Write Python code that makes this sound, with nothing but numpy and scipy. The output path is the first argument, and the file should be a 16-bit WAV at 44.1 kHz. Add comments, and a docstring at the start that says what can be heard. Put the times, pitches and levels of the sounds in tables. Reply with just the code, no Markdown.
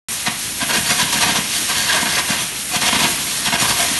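"""A steel hall, with carbon arc gouging a few metres from a phone. A jet of compressed air hisses
throughout. Over a low steady burn the arc flares in irregular, spitting bursts, coloured by narrow
resonant peaks and the cut groove, and it thumps as it breaks or strikes. A few brief, narrow rings
poke out of the roar, and the hall smears each burst into a short tail."""
import sys
import numpy as np
from scipy import signal
from scipy.fft import rfft, irfft
from scipy.io import wavfile

SR = 44100
rng = np.random.default_rng(int(sys.argv[2]) if len(sys.argv) > 2 else 0)


def output_pcm(signal):
    """Save a mono or channel-first signal as 16-bit PCM at the path in sys.argv[1].

    Samples are clipped to [-1, 1] before scaling.
    """
    pcm = np.clip(np.atleast_2d(signal).T, -1, 1) * 32767
    wavfile.write(sys.argv[1], SR, np.round(pcm).astype(np.int16))


N = 175959

# Level rides for the air jet and the arc's steady burn: time_s, jet_db, burn_db
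BED_LEVELS = [(.14, -23, -40), (.26, -24.5, -44), (.66, -21.5, -46), (.83, -21, -43), (1.19, -20.5, -32.5),
              (1.39, -22.5, -57), (1.62, -19.5, -40), (1.92, -21, -32), (2.11, -22.5, -45),
              (2.41, -20.5, -30.5), (2.46, -23, -43), (2.78, -21.5, -56), (2.93, -21.5, -26.5),
              (3.13, -20, -37), (3.41, -21.5, -34), (3.58, -24.5, -36), (3.62, -18.5, -37),
              (3.99, -20.5, -27.5)]
# Tone curve of the air jet: frequency_hz, gain_db
JET_EQ = [(60, -5), (150, -2.5), (300, -3.5), (430, -11.5), (1030, -10.5), (2300, -2.5), (6000, -4.5),
          (9000, -3), (11500, -1.5), (12000, -13)]
# Tone curve of the arc: frequency_hz, gain_db
ARC_EQ = [(40, -8.5), (100, -9.5), (220, -3.5), (430, -9.5), (1000, -10.5), (2200, -6.5), (4200, -1.5),
          (5000, -4), (7000, -5.5), (12000, -10)]
# Flares of the arc: peak_s, rise_ms, fall_ms, level_db, brightness_db, groove_ring_db
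ARC_FLARES = [(0.275, 10.7, 11.8, -18.5, -1, -1), (0.626, 15.4, 15, -22.5, -5, 5),
              (0.713, 16.7, 14, -17, -6, 8), (0.758, 21, 27, -19, 1.5, 5), (0.87, 13, 30, -32, 9.5, 12),
              (0.913, 13, 17.6, -17, 0, 4), (1.014, 25, 21.5, -19.5, 3, 4), (1.142, 12, 14, -20, 6, 1),
              (1.187, 27, 5.8, -21, -12, 7), (1.229, 16, 23, -16.5, 1, 3), (1.3, 23, 26, -19.5, 0, 5),
              (1.366, 11, 23.4, -18.5, 2, -4), (1.575, 42, 17, -30.5, 9.5, 4),
              (1.703, 9.4, 18, -20.5, -2, 5), (1.788, 37, 60, -27, 7, 10), (1.899, 17, 20, -22.5, 1.5, 5.5),
              (1.968, 34, 27, -19, -6, 2), (2.03, 18, 5, -20.5, -2, -1), (2.062, 5.8, 20, -23.5, -1, 8),
              (2.118, 29, 17, -32, 11, 5), (2.193, 78, 14, -20.5, 0.5, 3.5), (2.306, 16.4, 38, -21, 0, 3),
              (2.76, 26, 16, -21, 3.5, 1), (2.83, 13.4, 12, -18, 0.5, -4), (2.88, 20, 15, -17.5, 3, 5),
              (2.928, 3.3, 6.1, -16, -15, -18), (2.957, 13, 9.8, -14, -6, 4.5),
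              (3.0, 9.6, 28, -21.5, 2, -2), (3.047, 24, 27, -16.5, -2, 0), (3.465, 12, 20, -19.5, 0.5, 4.5),
              (3.526, 2, 5.3, -13.5, -17, 8), (3.543, 7.5, 15.5, -18, -2, 9),
              (3.62, 18, 16.6, -17.5, 0.5, -4), (3.656, 6, 7.4, -17.5, -7, 0), (3.7, 11, 21, -17.5, 0.5, 2),
              (3.815, 32, 23, -19.5, 0.5, -3)]
# Narrow resonant peaks that colour the arc's roar: pitch_hz, width_hz, gain_db
ROAR_RESONANCES = [(705.5, 11.3, 10.5), (732.6, 14, 9.5), (954, 39, 6.5), (1005, 45, 10.5), (1143, 84, 6),
                   (1850, 54, 3.5), (2040, 30, 8.5), (2154, 27, 7), (2490, 86, 3.5), (2773, 32, 8),
                   (3210, 330, 2)]
# Resonances of the cut groove, louder in some flares: pitch_hz, width_hz, gain_db
GROOVE_MODES = [(1600, 130, 6), (4510, 59, 2.5)]
# Low thumps of the arc breaking or striking: centre_s, level_db, pitch_hz
ARC_THUMPS = [(0.282, -16, 203), (0.63, -16, 212), (0.786, -16, 202), (.81, -23, 109), (.919, -17, 218),
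              (1.03, -13.5, 200), (1.16, -20, 220), (1.187, -19, 160), (1.268, -17, 191), (1.295, -15, 250),
              (1.323, -18, 177), (1.39, -15, 193), (2.032, -17, 225), (2.306, -13, 201),
              (2.767, -14.5, 189), (2.837, -17, 220), (2.933, -14.5, 233), (2.968, -16, 230),
              (3.018, -16, 220), (3.043, -14, 200), (3.486, -17, 186), (3.54, -16, 199), (3.627, -14, 208),
              (3.917, -18, 238)]
# Brief narrow rings within the roar: start_s, length_s, pitch_hz, level_db
BRIEF_RINGS = [(1.886, 0.037, 1660, -17.5), (1.957, 0.04, 1610, -19), (1.932, 0.041, 650, -22.5),
               (3.79, 0.07, 692, -25)]

FREQS_HZ = np.fft.rfftfreq(N, 1 / SR)


def gain(db):
    """Decibels to amplitude."""
    return 10 ** (np.asarray(db) / 20)


def unit_rms(x):
    """Normalise to an rms of 1."""
    return x / np.sqrt(np.mean(x ** 2))


def equalise(x, curve, band):
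    """Shape a sound with a tone curve and keep one band of it."""
    hz, db = np.array(curve).T
    curve_db = np.interp(np.log(FREQS_HZ + 1), np.log(hz), db)
    return irfft(rfft(x) * gain(curve_db) * band, N)


def wobble(rate_hz):
    """Smooth random modulation: noise low-passed at rate_hz, rms 1."""
    steps = np.repeat(rng.standard_normal(N // 16 + 1), 16)[:N]
    return unit_rms(signal.lfilter(*signal.butter(2, rate_hz, fs=SR), steps))


def resonate(x, hz, width_hz):
    """One resonance, unity gain at its centre."""
    return signal.lfilter(*signal.iirpeak(hz, hz / width_hz, fs=SR), x)


def air_jet(t, flicker_db=1.52, treble_db_per_db=0.24):
    """Compressed air hisses, each octave flickering on its own, brighter when it blows harder."""
    times, jet_db, _ = np.array(BED_LEVELS).T
    level_db = np.interp(t, times, jet_db)
    treble_db = treble_db_per_db * (level_db - level_db.mean())
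    hiss = 0
    for octave in range(5, 15):  # bands centred near 2 ** octave Hz
        band = np.sqrt(np.clip(1 - abs(np.log2(FREQS_HZ + 1) - octave), 0, 1))
        air = equalise(rng.standard_normal(N), JET_EQ, band)
        hiss = hiss + air * gain(flicker_db * wobble(8.5) + (octave > 11) * treble_db)
    return unit_rms(hiss) * gain(level_db)


def arc(t, spits_per_s=4000, crossover_hz=2600, burn_treble_db=6.5, sputter_db=1.7):
    """Dense, uneven spits of plasma merge into a roar; body and treble ride the flares and the burn."""
    chance, size = rng.random((2, N))
    spits = (chance < spits_per_s / SR) * gain(-3 * np.log(size + 0.012))  # many small, a few loud
    crackle = unit_rms(spits * np.sign(rng.standard_normal(N)))
    roar = resonant_colour(crackle + rng.standard_normal(N), t)
    body = 1 / (1 + (FREQS_HZ / crossover_hz) ** 4)
    times, _, burn_db = np.array(BED_LEVELS).T
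    out = 0
    for is_treble, band in ((False, body), (True, 1 - body)):
        burn_power = gain(np.interp(t, times, burn_db) + is_treble * burn_treble_db) ** 2
        envelope = np.sqrt(flare_power(t, is_treble) + burn_power)
        sputter = gain(sputter_db * wobble(68))
        out = out + unit_rms(equalise(roar, ARC_EQ, band)) * envelope * sputter
    return out


def resonant_colour(drive, t, mid_drift_db=4, shimmer_drift_db=6, shimmer_peaks=40):
    """Narrow midrange peaks and a fine high shimmer come and go; the groove follows the flares."""
    shimmer_hz = 3420 + 188.3 * (np.arange(shimmer_peaks) + 0.606 * rng.random(shimmer_peaks))
    drifts = [wobble(9) for _ in range(7)]
    mids = sum(resonate(gain(db + mid_drift_db * drifts[k % 7]) * drive, hz, width_hz)
               for k, (hz, width_hz, db) in enumerate(ROAR_RESONANCES))
    shimmer = sum(resonate(gain(0.5 + shimmer_drift_db * drifts[3 * k % 7]) * drive, hz, width_hz=14)
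                  for k, hz in enumerate(shimmer_hz))
    peaks_s, *_, groove_ring_db = np.array(ARC_FLARES).T
    ring_db = np.interp(t, peaks_s, groove_ring_db)
    groove = sum(resonate(gain(db + ring_db) * drive, hz, width_hz) for hz, width_hz, db in GROOVE_MODES)
    return drive + mids + shimmer + groove


def flare_power(t, is_treble, treble_lead_s=0.004, steepness=2.3):
    """Each flare of the arc swells and dies away, its treble just ahead of its body."""
    power = 0
    for peak_s, rise_ms, fall_ms, level_db, brightness_db, _ in ARC_FLARES:
        offset_ms = (t - peak_s + is_treble * treble_lead_s) * 1000
        from_peak = np.where(offset_ms < 0, -offset_ms / rise_ms, offset_ms / fall_ms)
        swell = np.exp(-np.minimum(from_peak, 9) ** steepness)
        power = power + gain(level_db + is_treble * brightness_db) ** 2 * swell
    return power


def arc_thumps(t, sigma_s=0.0027):
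    """The arc breaks or strikes: a couple of low swings of air, each thump at its own pitch."""
    out = 0
    for centre_s, level_db, pitch_hz in ARC_THUMPS:
        offset_s = t - centre_s
        envelope = np.exp(-np.clip(offset_s / sigma_s, -9, 9) ** 2 / 2)
        out = out - gain(level_db) * np.sin(2 * np.pi * pitch_hz * offset_s) * envelope
    return out


def brief_rings(t, q=28, fade_s=0.0045):
    """Noise sings on one narrow resonance for a moment."""
    out = 0
    for start_s, length_s, pitch_hz, level_db in BRIEF_RINGS:
        gate = np.clip(np.minimum(t - start_s, start_s + length_s - t) / fade_s, 0, 1)
        tone = unit_rms(resonate(rng.standard_normal(N), pitch_hz, pitch_hz / q))
        out = out + gate * tone * gain(level_db)
    return out


def hall_reverb(send, t60_s=0.5, predelay_s=0.012, damping_hz=4400):
    """The hall's reflections blur into a short tail with a softened top."""
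    t = np.arange(SR) / SR
    tail = rng.standard_normal(SR) * gain(-60 * t / t60_s) * (t > predelay_s)
    tail = signal.lfilter(*signal.butter(1, damping_hz, fs=SR), tail)
    return signal.fftconvolve(send, tail / np.sqrt(np.sum(tail ** 2)))[:N]


def scene(thump_send_db=-4.5, hall_return_db=-11):
    """The mono mix: roar and thumps with their hall tail, over a dry bed of air hiss."""
    t = np.arange(N) / SR
    roar = arc(t) + brief_rings(t)
    thumps = arc_thumps(t)
    hall = hall_reverb(roar + gain(thump_send_db) * thumps)
    return (roar + thumps + gain(hall_return_db) * hall + air_jet(t))[None]


def record(dry, silence_s=0.0845, dip_db=-3, low_cut_hz=50, high_cut_hz=12000):
    """The phone opens after a short silence: three treble dips, thin sub-bass, soft peaks, top cut off."""
    dips_db = sum(dip_db * np.exp(-((FREQS_HZ - hz) / 420) ** 2) for hz in (4810, 7660, 10480))
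    dipped = irfft(rfft(dry) * gain(dips_db), N)
    thinned = signal.lfilter(*signal.butter(3, low_cut_hz, "high", fs=SR), dipped)
    fade_in = np.clip((np.arange(N) / SR - silence_s) / 0.001, 0, 1)
    high_cut = signal.ellip(13, 1, 100, high_cut_hz, fs=SR, output="sos")
    return signal.sosfilt(high_cut, np.tanh(thinned * fade_in))


dry = scene()
out = record(dry)
output_pcm(out)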